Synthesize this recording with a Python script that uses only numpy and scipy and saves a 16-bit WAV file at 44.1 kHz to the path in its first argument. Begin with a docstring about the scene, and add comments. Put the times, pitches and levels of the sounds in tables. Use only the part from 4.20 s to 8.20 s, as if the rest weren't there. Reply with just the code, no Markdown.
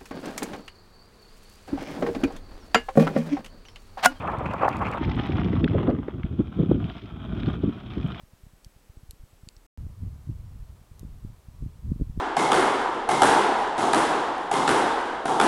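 """Skateboard on a windy marsh boardwalk

One microphone in open marsh. A skateboard comes close, fades, then approaches again from far off;
its wheels grind on the grain, tick over the gaps and clack on raised planks. Wind buffets the
microphone throughout: at first a hollow, crackling flutter, then low thuds and rumble."""
import sys
import numpy as np
from scipy import signal
from scipy.fft import rfft, irfft
from scipy.io import wavfile

SR = 44100
rng = np.random.default_rng(int(sys.argv[2]) if len(sys.argv) > 2 else 0)


def wav_out(sig):
    """Save sig, one row per channel (or a flat mono array), as 16-bit PCM at SR to the path in sys.argv[1]."""
    wavfile.write(sys.argv[1], SR, np.round(np.clip(np.atleast_2d(sig).T, -1, 1) * 32767).astype(np.int16))


N = 176400
T = np.arange(N) / SR
GRAIN = 8192   # samples in one short sound

# level of the board on its close pass: t/s, level/dB
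NEAR_PASS = [(0, -43), (.4, -47), (.785, -39.5), (.815, -39), (1.0, -38.5), (1.22, -38.5), (1.4, -44),
             (1.65, -42.5), (1.85, -49.5), (2.05, -61.5), (2.3, -74)]
# spectrum of the wind's thin crackles: f/Hz, level/dB
CRACKLE_SPECTRUM = [(2000, -1.5), (4600, 6.5), (5500, -1), (8000, -1), (11000, -10), (15500, -12)]


def from_db(db):
    return 10 ** (np.asarray(db) / 20)


def rms_one(x):
    return x / np.sqrt(np.mean(x ** 2) + 1e-20)


def bins_hz(size):
    return np.maximum(np.fft.rfftfreq(size, 1 / SR), 1)


def level(rows):
    """Gain over time from rows of t/s, level/dB."""
    return from_db(np.interp(T, *np.transpose(rows)))


def at_hz(rows):
    """Gain as a function of frequency from rows of f/Hz, level/dB."""
    hz, db = np.transpose(rows)
    return lambda f: from_db(np.interp(np.log(f), np.log(hz), db))


def roll_off(ratio, slope_db):
    """Flat below a ratio of one, then falling by slope_db an octave."""
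    return 1 / np.sqrt(1 + from_db(2 * slope_db * np.log2(ratio)))


def colour(x, gain):
    """Minimum-phase filter with the given gain over frequency; the result has an RMS of one."""
    size = len(x)
    cepstrum = irfft(np.log(gain(bins_hz(size)) + 1e-6), size)
    cepstrum[1:size // 2] *= 2
    cepstrum[size // 2 + 1:] = 0
    return rms_one(irfft(rfft(x) * np.exp(rfft(cepstrum)), size))


def drift(hz):
    """Random wander, mostly slower than hz, with an RMS of one."""
    f = np.fft.rfftfreq(N, 1 / SR)
    return rms_one(irfft(rfft(rng.standard_normal(N)) / (1 + (f / hz) ** 2), N))


def add(out, start_s, sound):
    """Mix a short sound in."""
    i = int(start_s * SR)
    a, b = max(i, 0), min(i + len(sound), N)
    out[a:b] += sound[a - i:b - i]


def dying_power(impulses, decay_s):
    """Power envelope of impulses that each die away."""
    return signal.lfilter([1], [1, -np.exp(-2 / (decay_s * SR))], impulses ** 2 + 1e-18)


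def snap(decay_s, gain):
    """A brief coloured burst that starts near level one."""
    burst = rng.standard_normal(GRAIN) * np.exp(-T[:GRAIN] / decay_s)
    return colour(burst, gain) * np.sqrt(decay_s * SR / 2 / GRAIN)


def hiss():
    """A faint, steady hiss behind everything."""
    # noise floor: f/Hz, level/dB
    spectrum = [(1000, 17.5), (5000, 7), (7500, 1), (10500, -1.5), (13000, -2), (15500, -1.5)]
    return from_db(-69.5) * colour(rng.standard_normal(N), at_hz(spectrum))


def eddies(rows, low_hz, slope_db, evenness):
    """Eddies at the microphone swell and die in a few cycles; evenness 1 is smooth, 0 ragged."""
    out = np.zeros(N)
    t, f = T[:GRAIN] - GRAIN / SR / 2, bins_hz(GRAIN)
    skew, skirt_hz = .19, 1500   # eddies rise faster than they die and have a faint rough top
    skirt_band = from_db(-39) * roll_off(f / skirt_hz, 24) * np.sqrt(SR / 2 / skirt_hz)
    for s, length_s, db, top_hz in rows:
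        swell = np.exp(-2 * (t / length_s / (1 + skew * np.sign(t))) ** 2)
        band = roll_off(f / top_hz, slope_db) * roll_off(low_hz / f, 8.8)
        swirl = signal.hilbert(irfft(rfft(rng.standard_normal(GRAIN)) * band))
        swirl = swirl.real / np.abs(swirl) ** evenness
        top_cut = roll_off(f / top_hz, slope_db / 2) * roll_off(f / top_hz / 2, slope_db / 2)
        puff = rms_one(irfft(rfft(swell * swirl) * roll_off(low_hz / f / 2, 4.7) * top_cut))
        skirt = irfft(rfft(rms_one(swell ** 2 * rng.standard_normal(GRAIN))) * skirt_band)
        add(out, s + t[0], from_db(db) * (puff + skirt) * np.sqrt(np.mean(swell ** 2)))
    return out


def low_wind():
    """Wind right on the microphone: a lumpy rumble with thudding buffets on top."""
    # strength of the rumble: t/s, level/dB
    strength = [(0, -34.5), (.4, -31), (.78, -32.5), (.83, -26), (1.3, -26.5), (1.6, -23.5), (1.75, -33.5),
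                (1.87, -36.5), (2.15, -32), (2.31, -38.5), (2.42, -27), (2.62, -29), (2.72, -39.5),
                (2.95, -36.5), (3.25, -28), (3.4, -32), (3.63, -38), (3.78, -32.5), (4.0, -40.5)]
    # spectrum of the rumble: f/Hz, level/dB
    spectrum = [(20, -28.5), (35, -17.5), (55, 1), (95, 1), (190, -2.5), (300, -6.5), (400, -14),
                (520, -26.5), (900, -42.5), (2000, -95)]
    # low buffets: t/s, length/s, level/dB, top f/Hz
    buffets = [(.815, 0.0066, -19.5, 300), (.88, 0.095, -34, 346), (.997, 0.008, -21.5, 392),
               (1.097, 0.0051, -20.5, 380), (1.26, 0.017, -22.5, 380), (1.338, 0.011, -20, 351),
               (1.377, 0.017, -17.5, 224), (1.442, 0.015, -16, 416), (1.46, 0.0065, -14.5, 325),
               (1.512, 0.014, -26.5, 320), (1.553, 0.02, -19, 520), (1.6, 0.045, -24.5, 448),
               (1.652, 0.03, -27, 490), (1.69, 0.023, -16.5, 560), (1.735, 0.037, -23.5, 408),
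               (1.79, 0.018, -27.5, 383), (1.885, 0.0038, -20.5, 700), (2.046, 0.0059, -16.5, 132),
               (2.2, 0.016, -14.5, 333), (2.4, 0.019, -16, 438), (2.433, 0.011, -17.5, 370),
               (2.495, 0.0077, -15, 300), (2.516, 0.0057, -9.5, 452), (2.55, 0.022, -22, 410),
               (2.582, 0.027, -24.5, 290), (2.65, 0.017, -23.5, 247), (3.132, 0.0062, -25, 280),
               (3.235, 0.022, -31.5, 340), (3.28, 0.016, -18, 280), (3.335, 0.0076, -24, 366),
               (3.44, 0.0098, -16.5, 370), (3.46, 0.0079, -20, 303), (3.485, 0.023, -21, 375),
               (3.775, 0.0096, -24, 340), (3.85, 0.015, -19.5, 270)]
    lumps = from_db(4 * np.minimum(drift(hz=23.5), 1))
    rumble = level(strength) * colour(rng.standard_normal(N) * lumps, at_hz(spectrum))
    return rumble + eddies(buffets, low_hz=95, slope_db=27.5, evenness=1)


def hollow_wind():
    """Wind across the microphone port: a hollow, gritty rush that grows, then stops abruptly."""
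    # mid-range tone of the rush: f/Hz, level/dB
    spectrum = [(200, -8.5), (430, -3), (650, 0), (1200, 0.5), (1550, -11.5), (2000, -14), (2500, -13),
                (3100, -29), (3700, -43), (4150, -39), (4600, -42), (5200, -46.5), (8500, -47),
                (13000, -55.5), (15000, -54)]
    end_s, fade_s, rise_db_per_s, sparks_per_s = .787, .037, 4, 170
    rush = colour(rng.standard_normal(N) * from_db(3 * drift(hz=75)), at_hz(spectrum))
    f = bins_hz(N)
    treble = irfft(rfft(rush) * roll_off(2250 / f, 30) * roll_off(f / 6300, 30), N)
    flicker = from_db(9 * np.minimum(drift(hz=35), 1))
    rush += treble * (flicker - 1)
    sparks = rng.random(N) < sparks_per_s / SR
    sizes = from_db(2 * np.clip(rng.standard_normal(N), -2, 2))
    bursts = np.sqrt(dying_power(sparks * sizes, decay_s=.0016)) * rng.standard_normal(N)
    grit = colour(bursts, at_hz(CRACKLE_SPECTRUM))
    blowing = np.clip((end_s - T) / fade_s + .5, 0, 1)
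    rise = from_db(rise_db_per_s * (np.minimum(T, 1) - end_s / 2))
    return blowing * rise * (from_db(-34) * rush + from_db(-71) * grit)


def wind_flutter():
    """Ragged, hollow eddies at the microphone port, mostly at the start."""
    # flutters: t/s, length/s, level/dB, top f/Hz
    flutters = [(.045, 0.025, -30, 1290), (.087, 0.018, -26, 1500), (.138, 0.026, -30, 1420),
                (.211, 0.0086, -25.5, 1150), (.341, 0.014, -25.5, 1280), (.418, 0.02, -24, 1400),
                (.434, 0.0046, -13.5, 1300), (.451, 0.02, -18.5, 1330), (.482, 0.0039, -13.5, 1570),
                (.618, 0.023, -26, 1410), (1.69, 0.034, -38, 1500), (1.885, 0.0027, -40, 1400),
                (2.515, 0.0037, -33, 1270)]
    return eddies(flutters, low_hz=670, slope_db=33, evenness=.35)


def wind_crackles():
    """Single thin crackles of wind on the microphone."""
    # crackles: t/s, level/dB
    crackles = [(0.117, -51), (0.186, -46), (.336, -42.5), (0.423, -50), (0.481, -46), (.489, -36),
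                (.568, -42), (0.591, -50), (.688, -51), (.715, -42.5), (0.781, -57), (0.958, -54),
                (1.066, -51), (1.44, -55), (1.703, -58), (3.875, -55)]
    out = np.zeros(N)
    for s, db in crackles:
        add(out, s, from_db(db) * snap(decay_s=.0016, gain=at_hz(CRACKLE_SPECTRUM)))
    return out


def grinding(gap_db):
    """Four wheels grind on the wood, rattle, and tick at each gap about gap_db over the grind."""
    # when each wheel meets a gap: lag/planks
    wheel_lags = [0, .21, .43, .68]
    planks_per_s, jitter_s, rattles_per_s = 16, .007, 180
    planks = np.arange(int(N / SR * planks_per_s) + 1)[:, None]
    timing, strength = rng.standard_normal((2, 80, 4))[:, :len(planks)]
    gap_s = (planks + np.array(wheel_lags)) / planks_per_s + jitter_s * timing
    gaps = np.zeros(N)
    gaps[(gap_s * SR).astype(int) % N] = from_db(gap_db + 4 * np.clip(strength, -2, 1.5))
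    sizes = from_db(7 + 4 * np.clip(rng.standard_normal(N), -2, 2))
    rattles = (rng.random(N) < rattles_per_s / SR) * sizes
    power = 1 + dying_power(gaps, decay_s=.0028) + dying_power(rattles, decay_s=.0016)
    return np.sqrt(power) * rng.standard_normal(N)


def rolling(run, body, gap_db):
    """The grind rings in board and planks; a bounce off the planks sweeps the tone."""
    force = grinding(gap_db) * from_db(2.5 * drift(hz=13))   # some planks sound louder
    elapsed_s = np.maximum(T - run[0][0], 0)
    lag_s = .0028 * (1 + .432 * elapsed_s)   # the bounce lags more as the board nears
    bounce = .31 * np.interp(T - lag_s, T, force)
    return level(run) * colour(force + bounce, at_hz(body))


def wheel_tone():
    """A faint wavering tone in the roll sinks as the board passes the microphone."""
    # tone at passing_s: f/Hz, level/dB relative to the roll
    tones = [(785, -8)]
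    passing_s, sag_oct_per_s, width_hz = 1.1, .8, 6.7
    octaves = -sag_oct_per_s * (T - passing_s)
    out = np.zeros(N)
    for hz, db in tones:
        phase = 2 * np.pi * np.cumsum(hz * 2 ** octaves) / SR
        out += from_db(db) * (drift(width_hz) * np.cos(phase) + drift(width_hz) * np.sin(phase))
    return level(NEAR_PASS) * out


def clacks():
    """A wheel strikes a raised plank; truck and deck ring for a moment."""
    # wheel strikes: t/s, level/dB, ring f/Hz
    strikes = [(.847, -27.5, 2100), (0.992, -26, 2000), (0.997, -24.5, 3200), (1.066, -29.5, 2000),
               (1.12, -28, 2480), (1.195, -32.5, 2300), (1.234, -31.5, 2700), (1.443, -19.5, 3280),
               (1.478, -21.5, 1560), (1.497, -36.5, 2990), (1.702, -42, 4800), (1.883, -36, 1500),
               (2.033, -31, 1620), (2.642, -33.5, 3000), (2.699, -31.5, 3200), (3.233, -29.5, 3030),
               (3.261, -34.5, 3400), (3.705, -40, 3100), (3.946, -32.5, 2830)]
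    deck_hz, top_hz, width_oct = 1700, 3700, .3
    hump = lambda ratio: 1 / np.sqrt(1 + (np.log2(ratio) / width_oct) ** 4)
    deck = lambda f: from_db(-4.5) * hump(f / deck_hz)
    out = np.zeros(N)
    for s, db, hz in strikes:
        ring = lambda f: roll_off(f / top_hz, 40.5) * np.hypot(hump(f / hz), deck(f))
        add(out, s, from_db(db) * snap(decay_s=.0011, gain=ring))
    return out


def skateboard():
    """The board passes close, then approaches from far off, its wheels rasping on both runs."""
    # resonances of wheels, deck and planks, close by: f/Hz, level/dB
    near_body = [(200, -11), (480, -5.5), (650, 5), (850, 2.5), (1250, 3), (1700, -7.5), (2000, -5),
                 (2350, -11), (2900, -10), (3400, -11), (4100, -25.5), (4600, -37.5), (5300, -43),
                 (6000, -38.5), (7200, -54), (12000, -57.5)]
    # the same from a distance: f/Hz, level/dB
    far_body = [(200, 5), (480, -10), (650, 3), (900, -3.5), (1400, 0), (1700, -11.5), (2080, -15.5),
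                (2450, -7.5), (2780, -15.5), (3200, -4.5), (3650, -11.5), (4300, -35), (5300, -38.5),
                (6500, -41), (11000, -49)]
    # the distant approach: t/s, level/dB
    far_run = [(1.5, -55), (1.9, -56.5), (2.13, -51.5), (2.4, -45.5), (2.75, -46.5), (3.0, -44.5),
               (3.27, -42), (3.47, -47.5), (3.7, -44), (3.85, -45.5), (4.0, -44.5)]
    # swells of the wheels' bright rasp: t/s, level/dB
    rasp_run = [(.78, -69), (.82, -51), (1.02, -45), (1.17, -48.5), (1.35, -51.5), (1.8, -76), (2.55, -62),
                (2.7, -52.5), (2.82, -49), (2.98, -78), (3.15, -62), (3.25, -48.5), (3.36, -57),
                (3.45, -63.5), (3.62, -61), (3.72, -55.5), (3.83, -56), (3.96, -53.5)]
    # spectrum of the rasp: f/Hz, level/dB
    rasp_spectrum = [(900, -15.5), (1950, 4.5), (2400, 6.5), (2800, 3.5), (3350, 7.5), (4150, -4.5),
                     (4600, -11), (5150, -9), (5700, -15), (6500, -25), (7400, -33.5), (12000, -41.5)]
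    near = rolling(NEAR_PASS, near_body, gap_db=11.5)
    far = rolling(far_run, far_body, gap_db=3.5)
    rasp = rolling(rasp_run, rasp_spectrum, gap_db=15.5)
    return near + far + rasp + wheel_tone() + clacks()


def scene():
    """Board, wind and hiss at the microphone, in mono."""
    return (skateboard() + low_wind() + hollow_wind() + wind_flutter() + wind_crackles() + hiss())[None]


def record(dry):
    """The microphone sheds the deepest bass; the top is cut."""
    low_cut = signal.butter(2, 38, "high", fs=SR, output="sos")
    high_cut = signal.ellip(10, .1, 80, 15800, fs=SR, output="sos")
    return signal.sosfilt(high_cut, signal.sosfilt(low_cut, dry))


dry = scene()
out = record(dry)
wav_out(out)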